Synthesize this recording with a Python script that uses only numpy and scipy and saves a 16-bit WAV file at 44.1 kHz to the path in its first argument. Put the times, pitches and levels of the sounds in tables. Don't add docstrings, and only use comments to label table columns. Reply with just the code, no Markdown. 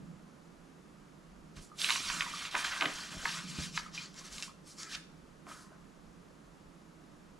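import sys
import numpy as np
from scipy import signal
from scipy.fft import rfft, irfft
from scipy.io import wavfile
from scipy.ndimage import uniform_filter1d, map_coordinates

SR = 44100
rng = np.random.default_rng(int(sys.argv[2]) if len(sys.argv) > 2 else 0)


def log_audio(samples):
    frames = np.atleast_2d(samples).T
    limited = np.clip(frames, -1, 1)
    pcm = np.round(limited * 32767).astype(np.int16)
    wavfile.write(sys.argv[1], SR, pcm)


N = 325899
TIME = np.arange(N) / SR
BINS = np.maximum(np.fft.rfftfreq(N, 1 / SR), 1)

# (frequency [Hz], width [Hz], relative level [dB])
SHEET_MODES = [(1036, 73, 5), (1200, 89, 7), (1620, 350, 3.5), (2110, 220, 0.5), (2530, 320, 1.5),
               (3000, 280, 0), (3700, 210, 5.5), (5000, 710, 0), (6860, 1200, -3), (9800, 1400, -10)]
# (time [s], friction [dB], rustle of the broad sheet [dB])
PEEL_UP = [(1.75, -91, -78), (1.79, -48, -73), (1.825, -42, -52), (1.92, -39.5, -41.5), (2.02, -45, -51.5),
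           (2.09, -43.5, -44.5), (2.22, -46, -46), (2.315, -52, -47.5), (2.35, -48, -50),
           (2.47, -47.5, -46), (2.51, -58, -55)]
SWING_OVER = [(2.51, -47, -55), (2.56, -46.5, -40), (2.63, -49, -44.5), (2.665, -46.5, -39.5),
              (2.78, -49.5, -43), (2.84, -49.5, -41), (2.94, -50, -46.5), (3.04, -50.5, -48),
              (3.1, -56.5, -54.5), (3.125, -50, -46), (3.17, -54.5, -57)]
LAY_FLAT = [(3.17, -54.5, -52.5), (3.29, -44.5, -45), (3.385, -48.5, -46.5), (3.42, -53, -52),
            (3.465, -56, -61), (3.5, -50.5, -62), (3.545, -53, -53.5), (3.64, -43.5, -52.5),
            (3.71, -61, -64)]
PAGE_TURN = PEEL_UP + SWING_OVER + LAY_FLAT


def from_db(db):
    return 10 ** (np.asarray(db) / 20)


def rms_one(x):
    return x / np.sqrt(np.mean(x ** 2) + 1e-20)


def per_bin(points):
    hz, value = np.transpose(points)
    return np.interp(np.log(BINS), np.log(hz), value)


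def over_time(points):
    return np.interp(TIME, *np.transpose(points))


def coloured(x, spectrum):
    return rms_one(irfft(rfft(x) * from_db(per_bin(spectrum)), N))


def gain_curve(table, column):
    rows = np.array(table)
    gain = np.zeros(N)
    during = (TIME >= rows[0, 0]) & (TIME < rows[-1, 0])
    gain[during] = from_db(np.interp(TIME[during], rows[:, 0], rows[:, column]))
    return uniform_filter1d(gain, size=128)


def drift(rate_hz):
    points = 8192
    hz = np.fft.rfftfreq(points, N / SR / points)
    slow = rms_one(irfft(rfft(rng.standard_normal(points)) / (1 + (hz / rate_hz) ** 2), points))
    return np.interp(np.arange(N) * points / N, np.arange(points), slow)


def cut(x, hz, kind, order=2):
    return signal.sosfilt(signal.butter(order, min(hz, .45 * SR), kind, fs=SR, output="sos"), x)


def resonance(x, hz, width_hz):
    r = np.exp(-np.pi * width_hz / SR)
    feedback = [1, -2 * r * np.cos(2 * np.pi * hz / SR), r * r]
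    return signal.lfilter(np.array([1, 0, -1]) * (1 - r * r) / 2, feedback, x)


def panned(db):
    return from_db(np.array([db, -db]) / 2)


def add(out, s, sound, peak_db):
    at = round(s * SR)
    out[at:at + len(sound)] += (from_db(peak_db) * sound / np.abs(sound).max())[:N - at]


def stroke(t, rise_s, hold_s, release_db_per_s):
    rise_db, sag_db_per_s = 21.5, 8
    rise_s = max(rise_s, .003)
    rising = rise_db * np.minimum(t / rise_s - 1, 0)
    sagging = sag_db_per_s * np.maximum(t - rise_s, 0)
    releasing = release_db_per_s * np.maximum(t - rise_s - hold_s, 0)
    return from_db(np.maximum(rising - sagging - releasing, -200))


def fibres(per_s, spread_db, smooth_db, judder_db):
    sizes = from_db(spread_db * np.minimum(rng.exponential(1, N), 3)) * rng.choice([-1, 1], N)
    clicks = rms_one(sizes * (rng.random(N) < per_s / SR))
    smooth = from_db(smooth_db) * rng.standard_normal(N)
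    return (clicks + smooth) * from_db(judder_db * drift(24))


def pops(per_s, spread_db, clump_db):
    at = np.flatnonzero(rng.random(N) < per_s / SR * from_db(clump_db * drift(14)))
    out = np.full(N, 1e-18)
    sizes = from_db(spread_db * np.minimum(rng.exponential(1, len(at)), 2))
    out[at] = sizes * rng.choice([-1, 1], len(at))
    return out


def room_tone(spectrum):
    # (frequency [Hz], left-right likeness [0-1])
    likeness = [(30, 0.98), (80, 0.72), (130, 0.87), (290, 0.49), (640, 0.18), (3000, 0.44), (6800, 1),
                (14000, 0.12)]
    # (frequency [Hz], left minus right [dB])
    balance = [(60, -2.5), (150, -3.5), (380, -6), (950, -5), (2370, 0), (5950, 3), (14900, 9.5)]
    mid, side = rfft(rng.standard_normal((2, N)))
    alike = np.clip(per_bin(likeness), 0, 1)
    pair = np.sqrt(1 + alike) * mid + np.sqrt(1 - alike) * side * [[1], [-1]]
    return coloured(irfft(pair * panned(per_bin(balance)), N), spectrum)


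def air():
    # (frequency [Hz], relative density [dB])
    air_spectrum = [(300, -12), (480, 0.5), (800, -4), (1250, -2), (1900, -9.5), (3500, -15.3),
                    (7600, -18.5), (8300, -23.5), (10800, -22.5), (12000, -30.5), (15000, -39.5)]
    return from_db(-62.3) * room_tone(air_spectrum)


def hum(hum_hz=168, width_hz=42, bed_db=-58, waver_db=3.0, rumble_hz=55, rumble_db=-71.0, rumble_waver_db=6.0):
    # (frequency [Hz], relative density [dB])
    hum_spectrum = [(12, -31), (20, -4), (51, -7), (70, -12.5), (92, -10.5), (114, -28), (134, -7.5),
                    (163, -3), (276, -8.5), (312, -8), (338, -9), (372, -13.5), (403, -13), (500, -22.5),
                    (650, -20.5), (1100, -120)]
    # (time [s], level [dB])
    resonance_swell = [(0.0, -49), (0.28, -64), (1.4, -62), (1.54, -51.5), (1.7, -79), (2.1, -52.5),
                       (2.7, -70), (3.45, -52.5), (3.62, -52.5), (3.9, -59.5), (7.39, -64.5)]
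    bed = cut(room_tone(hum_spectrum), rumble_hz, "high")
    low = room_tone(hum_spectrum)
    swell = from_db(over_time(resonance_swell) + waver_db * drift(1.2))
    rumble_gain = from_db(rumble_db + rumble_waver_db * drift(5.5))
    rumble = rumble_gain * rms_one(cut(low, rumble_hz, "low", order=4))
    return from_db(bed_db) * bed + swell * rms_one(resonance(low, hum_hz, width_hz)) + rumble


def room(x, wet_db, echo_db=-35.0, wall_hz=6500, count=6):
    t60_s = 0.4
    t = TIME[:SR // 2]
    noise = cut(rng.standard_normal((2, len(t))), wall_hz, "low", order=1)
    tail = noise * from_db(-60 * t / t60_s) * (t > .004)
    tail *= from_db(wet_db) / np.sqrt(np.sum(tail ** 2, axis=1, keepdims=True))
    echo_at = (SR * rng.uniform(.003, .022, count)).astype(int)
    tail[:, echo_at] += from_db(echo_db) * rng.choice([-1, 1], count) / np.sqrt(count)
    return x + signal.fftconvolve(x[None], tail, axes=1)[:, :N]


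def ports(pair):
    # (frequency [Hz], left minus right [dB])
    port_balance = [(60, 6), (150, 4), (290, 5), (640, 2.5), (1400, 5), (2800, 4), (6800, 4.5),
                    (14000, 7.5)]
    # (frequency [Hz], lead of the left port [rad])
    port_phase = [(600, 0.1), (1380, -0.35), (2100, -0.55), (3000, -0.7), (3900, -0.17), (4600, 0.0),
                  (12000, 0.0)]
    turn = np.exp(.5j * per_bin(port_phase) * [[1], [-1]])
    return irfft(rfft(pair) * turn * panned(per_bin(port_balance)), N)


def thumps(cycles=8.1, longest_s=0.077, press_t60=0.059, focus_db_per_octave=10.0):
    # (time [s], peak [dB], pitch [Hz])
    bumps = [(1.571, -40.5, 45), (1.591, -40.5, 33), (2.003, -43, 324), (2.058, -49, 172),
             (2.168, -44, 290), (2.8623, -33, 310), (2.885, -48, 250), (3.117, -48, 150), (3.147, -48, 169),
             (3.169, -38.5, 42), (3.586, -34.5, 76.6), (3.587, -36, 241), (3.602, -43, 280),
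             (3.612, -40.5, 148), (4.506, -54, 175), (4.955, -48, 222)]
    # (frequency [Hz], width [Hz], relative level [dB])
    stack_modes = [(77.6, 16, -7.5), (164, 22, 10.5), (287, 25, 5.5), (605, 100, 4)]
    out, t = np.zeros(N), TIME[:SR // 5]
    for (s, peak_db, hz), grain in zip(bumps, rng.standard_normal((len(bumps), len(t)))):
        swing = np.sin(2 * np.pi * hz * t) * from_db(-60 * t * max(hz / cycles, 1 / longest_s))
        press = (1 + grain) * from_db(-60 * t / press_t60)
        table = np.zeros(len(t))
        for mode_hz, width_hz, db in stack_modes:
            focus = from_db(db - focus_db_per_octave * abs(np.log2(mode_hz / hz)))
            table += focus * resonance(press, mode_hz, width_hz)
        add(out, s, cut(swing + table / np.abs(table).max(), hz / 2, "high"), peak_db)
    return out


def thumb_rubs():
    # (start [s], rise [s], hold [s], level [dB], release [dB/s], pitch [Hz])
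    drags = [(3.255, .02, 0.12, -53, 200, 1610), (3.79, 0.017, .005, -53, 148, 1360),
             (4.792, 0.043, 0.14, -54, 252, 1663), (5.463, 0.013, 0.027, -54, 53, 1330)]
    # (frequency [Hz], width [Hz], relative level [dB])
    hollow_modes = [(1080, 24, 8.5), (1360, 290, 3), (1640, 70, -9)]
    reference_hz = 1360
    skin = fibres(per_s=520, spread_db=3.5, smooth_db=-3.5, judder_db=1.0)
    out = np.zeros(N)
    for s, rise_s, hold_s, level_db, release, pitch_hz in drags:
        tight = pitch_hz / reference_hz
        ring = np.zeros(N)
        for hz, width_hz, db in hollow_modes:
            narrow = resonance(skin, tight * hz, width_hz)
            ring += from_db(db) * resonance(narrow, tight * hz, 4 * width_hz)
        out += from_db(level_db) * rms_one(ring) * stroke(TIME - s, rise_s, hold_s, release)
    return out


def taps(width_hz=70, scuff_db=-23.0, scuff_t60=0.044, trim_db=-9.0):
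    # (time [s], peak before trim [dB], pitch [Hz])
    fingertips = [(1.716, -36.5, 1223), (1.745, -48, 1240), (2.265, -29, 994), (2.337, -23.5, 1190),
                  (3.862, -33.5, 1230), (3.977, -28, 2430), (4.212, -42, 1060), (4.427, -31, 2690),
                  (4.478, -38, 1080), (4.494, -40, 1200), (5.467, -44, 1200), (5.515, -37, 1250),
                  (5.716, -43, 620), (5.729, -46.5, 1490)]
    out, t = np.zeros(N), TIME[:SR // 8]
    for (s, peak_db, hz), scuff in zip(fingertips, rng.standard_normal((len(fingertips), len(t)))):
        force = (t == 0) + scuff * from_db(scuff_db - 60 * t / scuff_t60)
        note = resonance(resonance(force, hz, width_hz), hz, 4 * width_hz)
        add(out, s, note, peak_db + trim_db)
    return out


def flick(low_hz=2400, high_hz=5400, swell_db_per_s=337, stop_db_per_s=3000):
    release_s, top_db = 4.955, -36
    grain = fibres(per_s=2000, spread_db=4.0, smooth_db=3.0, judder_db=2.5)
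    rasp = cut(cut(grain, low_hz, "high"), high_hz, "low", order=4)
    t = TIME - release_s
    shape_db = np.maximum(np.minimum(swell_db_per_s * t, -stop_db_per_s * t), -200)
    return rms_one(rasp) * from_db(top_db + shape_db)


def flexing():
    # (start [s], rise [s], hold [s], level [dB])
    flap_strokes = [(2.533, 0.013, .003, -45.5), (2.806, 0.013, 0.049, -43), (3.12, 0.026, 0.011, -56),
                    (3.211, 0.033, .003, -52.5), (3.573, 0.016, .005, -61), (5.463, 0.0047, 0.025, -56)]
    # (frequency [Hz], relative density [dB])
    flex_spectrum = [(130, -39), (200, 1.5), (320, 5), (450, -2), (680, 5.5), (820, 3.5), (1100, -43)]
    flaps = sum(from_db(db) * stroke(TIME - s, rise_s, hold_s, release_db_per_s=262)
                for s, rise_s, hold_s, db in flap_strokes)
    flutter = from_db(-20) * np.minimum(gain_curve(PAGE_TURN, column=2), from_db(-47))
    return np.hypot(flaps, flutter) * coloured(rng.standard_normal(N), flex_spectrum)


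def snaps(folds_per_s=1800, folds_db=-2.5, scuff_db=-26.0, shiver_db=-36, shiver_t60=0.038, uneven_db=3.5,
          ring_db=3.5, mode_shift=0.04, crack_db=-26.0, crack_hz=10000, trim_db=-1.3):
    # (time [s], level before trim [dB], lowest [Hz], highest [Hz], time in which the folds fall 60 dB [s])
    buckles = [(1.565, -61, 2000, 9000, .01), (1.8173, -32, 3100, 5300, .003),
               (1.842, -37, 1800, 4000, .002), (1.8451, -28, 1970, 3600, .004),
               (1.8897, -34, 1300, 3800, 0.0043), (1.8966, -28.5, 1100, 3700, 0.0023),
               (1.8962, -39, 900, 2700, 0.0046), (1.9046, -29, 2290, 3700, 0.0017),
               (1.906, -29, 2300, 4200, .002), (1.9062, -34, 900, 1150, 0.032),
               (1.923, -35, 2300, 4300, 0.014), (1.959, -33.5, 900, 3300, .003),
               (1.961, -37.5, 900, 2700, .004), (2.1004, -33, 1010, 2700, 0.0042),
               (2.102, -39.5, 1000, 2480, .007), (2.2074, -32, 1790, 2700, 0.0035),
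               (2.209, -30, 1900, 2770, 0.0055), (2.222, -35, 1070, 2400, 0.0071),
               (2.452, -39, 1200, 3600, .012), (2.542, -36, 950, 1300, 0.044),
               (2.5483, -37, 1000, 2200, .002), (2.5512, -30.5, 1060, 2580, 0.0024),
               (2.5532, -31, 1100, 2700, 0.0044), (2.565, -39, 950, 1700, 0.018),
               (2.6478, -32.5, 1400, 2300, 0.0032), (2.652, -40, 1400, 3000, .003),
               (2.7635, -42, 950, 2000, .004), (2.8098, -30.5, 2000, 3700, .002),
               (2.8122, -34, 2200, 3500, .003), (2.8137, -31.5, 945, 1400, 0.02),
               (2.8221, -29.5, 1090, 3380, 0.0028), (2.8253, -29.5, 945, 3000, 0.0026),
               (2.8305, -37, 900, 1500, .012), (2.843, -44, 900, 1800, 0.008),
               (2.8559, -34, 1400, 3740, 0.0025), (2.8583, -29, 1300, 2800, 0.0065),
               (3.2538, -35, 1280, 2200, .003), (3.256, -28, 1260, 1910, 0.013),
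               (3.259, -40, 820, 1150, 0.02), (3.292, -38.5, 1900, 6000, .015),
               (3.772, -43.5, 3500, 6800, .002), (3.7762, -30.5, 1030, 2600, 0.00067),
               (3.7785, -34.5, 1400, 2390, 0.0044), (3.9778, -43, 2380, 3000, .008),
               (4.143, -56, 2500, 9000, .003), (4.3825, -44, 2400, 6040, .003),
               (4.403, -49, 2500, 8500, .003), (4.4248, -38, 2370, 7150, .002),
               (4.43, -47, 2400, 7500, .002), (4.434, -50, 2400, 5000, 0.0027),
               (4.832, -43, 4800, 6800, 0.013), (4.8445, -53, 4800, 8000, .004),
               (5.468, -53, 900, 2680, .004)]
    out, t = np.zeros(N), TIME[:SR // 8]
    for s, db, low_hz, high_hz, crumple_s in buckles:
        signs = (rng.random(len(t)) < folds_per_s / SR) * rng.choice([-1, 1], len(t))
        folds = signs * rng.uniform(0.29, 1, len(t))
        grain = rng.standard_normal(len(t))
        crumple = from_db(folds_db) * folds + from_db(scuff_db) * grain
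        shiver = grain * from_db(shiver_db - 60 * t / shiver_t60)
        force = crumple * from_db(-60 * (t / crumple_s) ** 1.3) + shiver + (t == 0)
        ring = np.zeros(len(t))
        for hz, width_hz, mode_db in SHEET_MODES:
            mode_gain = from_db(mode_db + uneven_db * rng.standard_normal())
            shifted_hz = hz * np.exp(mode_shift * rng.standard_normal())
            ring += mode_gain * resonance(force, shifted_hz, width_hz)
        body = cut(force + from_db(ring_db) * ring, low_hz, "high", order=3)
        snap = cut(body, high_hz, "low", order=4) + from_db(crack_db) * cut(force, crack_hz, "low")
        crest = np.abs(snap).max() / np.sqrt(np.mean(snap[t < .008] ** 2))
        add(out, s, snap, db + trim_db + 20 * np.log10(crest))
    return out


def crackles(sheet, hiss, per_s=45, spread_db=0.5, soft_hz=3800, tick_low_hz=3200, tick_high_hz=8000):
    folds = sum(from_db(db / 2) * rms_one(resonance(pops(per_s, spread_db, clump_db=4.5), hz, 2 * width_hz))
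                for hz, width_hz, db in SHEET_MODES)
    folds = cut(cut(folds, soft_hz, "low"), 770, "high", order=4)
    ticks = cut(pops(per_s=110, spread_db=5.0, clump_db=6.0), tick_low_hz, "high")
    ticks = cut(ticks, tick_high_hz, "low", order=4)
    return from_db(-5) * sheet * rms_one(folds) + from_db(-14) * hiss * rms_one(ticks)


def touch(friction, lightness_db, sizzle_db):
    rasp = friction / np.hypot(1, from_db(lightness_db))
    hiss = rasp * from_db(lightness_db)
    return np.array([rasp, hiss, hiss * from_db(sizzle_db)])


def handling():
    # (time [s], hiss over rasp [dB])
    bearing = [(1.8, -5.5), (2.0, 0.5), (2.2, 5.5), (2.36, -0.5), (2.53, -5.5), (2.6, -4), (2.75, 2.5),
               (3.0, 3), (3.3, 1.5)]
    # (start [s], rise [s], hold [s], friction [dB], sheet [dB],
    # hiss over rasp [dB], sizzle over hiss [dB])
    brush_strokes = [(1.55, 0.019, 0.0043, -60.5, -62.5, 3, -5), (1.59, 0.033, .01, -66.5, -76, 16, 1),
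                     (1.768, 0.035, 0.14, -50, -55, 1.5, 4.5), (2.552, 0.027, .006, -45.5, -53, 0, -2.5),
                     (2.64, 0.0039, .003, -44, -51, 4, -9), (3.696, 0.068, 0.0062, -46.5, -58, 4.5, -10.5),
                     (3.807, 0.025, 0.029, -66, -58.5, 14, -8), (3.916, 0.029, 0.084, -51, -55.5, 4, -14),
                     (4.106, 0.082, 0.007, -56.5, -58, 6, -7.5), (4.222, 0.027, 0.017, -57, -58, 6, -6),
                     (4.284, 0.045, 0.078, -54.5, -59, 5, -5), (4.419, 0.0084, 0.0068, -52, -58, 8, -5.5),
                     (4.64, 0.035, 0.031, -61, -72, 15, -3.5),
                     (4.758, 0.031, 0.039, -52.5, -57.5, 18, -9.5),
                     (4.833, 0.095, 0.0031, -55.5, -59, 9, -3), (5.459, 0.033, 0.038, -62.5, -60, 6, -0.5),
                     (5.528, 0.035, 0.064, -67, -78, 26, -0.5)]
    friction = from_db(-2) * gain_curve(PAGE_TURN, column=1)
    sheet = from_db(-2.5) * gain_curve(PAGE_TURN, column=2)
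    firmness_db = 0.06 * (-75 - 20 * np.log10(friction + 1e-9))
    rubbing = touch(friction, firmness_db + over_time(bearing), sizzle_db=-6)
    for start_s, rise_s, hold_s, friction_db, sheet_db, light_db, sizzle_db in brush_strokes:
        near = np.abs(TIME - start_s) < .5
        gain = stroke(TIME[near] - start_s, rise_s, hold_s, release_db_per_s=223)
        brush = touch(from_db(friction_db) * gain, light_db, sizzle_db)
        rubbing[:, near] = np.hypot(rubbing[:, near], brush)
        sheet[near] = np.hypot(sheet[near], from_db(sheet_db) * gain)
    return rubbing, sheet


def wrinkling(x, patchy_db=2.5, rate_hz=28, relative_width=0.12, level_db=0.69, count=12):
    patches = sum((from_db(patchy_db * drift(rate_hz)) - 1) * resonance(x, hz, relative_width * hz)
                  for hz in np.geomspace(1000, 11000, count))
    return from_db(level_db) * (x + patches)


def curling(x, echo=0.27, gap_s=0.000901, sway=0.479):
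    lag = gap_s * SR * np.exp(sway * drift(1.65))
    return (x + echo * map_coordinates(x, [np.arange(N) - lag], order=3)) / np.hypot(1, echo)


def sparkle(sizzle, centre_hz=12500, width_hz=1300, level_db=-16.0):
    grain = resonance(resonance(rng.standard_normal((2, N)), centre_hz, width_hz), centre_hz, width_hz)
    return from_db(level_db) * sizzle * rms_one(grain)


def rustle(rubbing, sheet):
    # (frequency [Hz], relative density [dB])
    rasp_spectrum = [(1500, -28.5), (2350, 2.5), (2650, -0.5), (3050, 1), (3450, 1.5), (3780, 0.5),
                     (4300, -4.5), (4900, -17.5), (6500, -41)]
    hiss_spectrum = [(3200, -26), (4300, -1), (4800, 2.5), (5700, 3), (6500, -1.5), (7500, -4), (8200, -17),
                     (9200, -29), (12000, -48)]
    sizzle_spectrum = [(5500, -7.5), (8000, 5.5), (9200, 3), (10500, 3), (11700, -8), (14000, -14.5),
                       (16000, -58)]
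    sheet_spectrum = [(480, -16), (720, -7), (880, -8), (1080, 3.5), (1450, 5.5), (1900, 2.5), (2500, -4),
                      (3200, 1), (4500, -29)]
    contact = fibres(per_s=4000, spread_db=3.5, smooth_db=3.0, judder_db=0.22)
    bending = fibres(per_s=1500, spread_db=-3.0, smooth_db=3.0, judder_db=1.2)
    spectra = (rasp_spectrum, hiss_spectrum, sizzle_spectrum)
    slide = sum(gain * coloured(contact, spectrum) for gain, spectrum in zip(rubbing, spectra))
    broad = sheet * coloured(bending, sheet_spectrum)
    return curling(wrinkling(from_db(2.0) * slide + from_db(0.5) * broad))


def scene():
    # (time [s], left minus right [dB])
    page_path = [(1.7, -7.5), (2.25, -6.5), (2.75, -5.5), (3.25, -4.5), (4.1, -4), (5.1, -5)]
    rubbing, sheet = handling()
    soft_paper = rustle(rubbing, sheet) + flexing() + thumb_rubs()
    sliding = room(soft_paper, wet_db=-32.0, echo_db=-9.5) + sparkle(rubbing[2])
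    sharp_paper = snaps() + taps() + crackles(sheet, rubbing[1])
    buckling = room(sharp_paper, wet_db=-15.5, echo_db=-11.5) + room(flick(), wet_db=-11.0)
    bumping = room(thumps(), wet_db=-15.5)
    paper = ports(sliding + buckling + bumping) * panned(over_time(page_path))
    return paper + hum() + air()


def record(dry):
    return signal.sosfilt(signal.ellip(10, .1, 80, 14350, fs=SR, output="sos"), dry)


dry = scene()
out = record(dry)
log_audio(out)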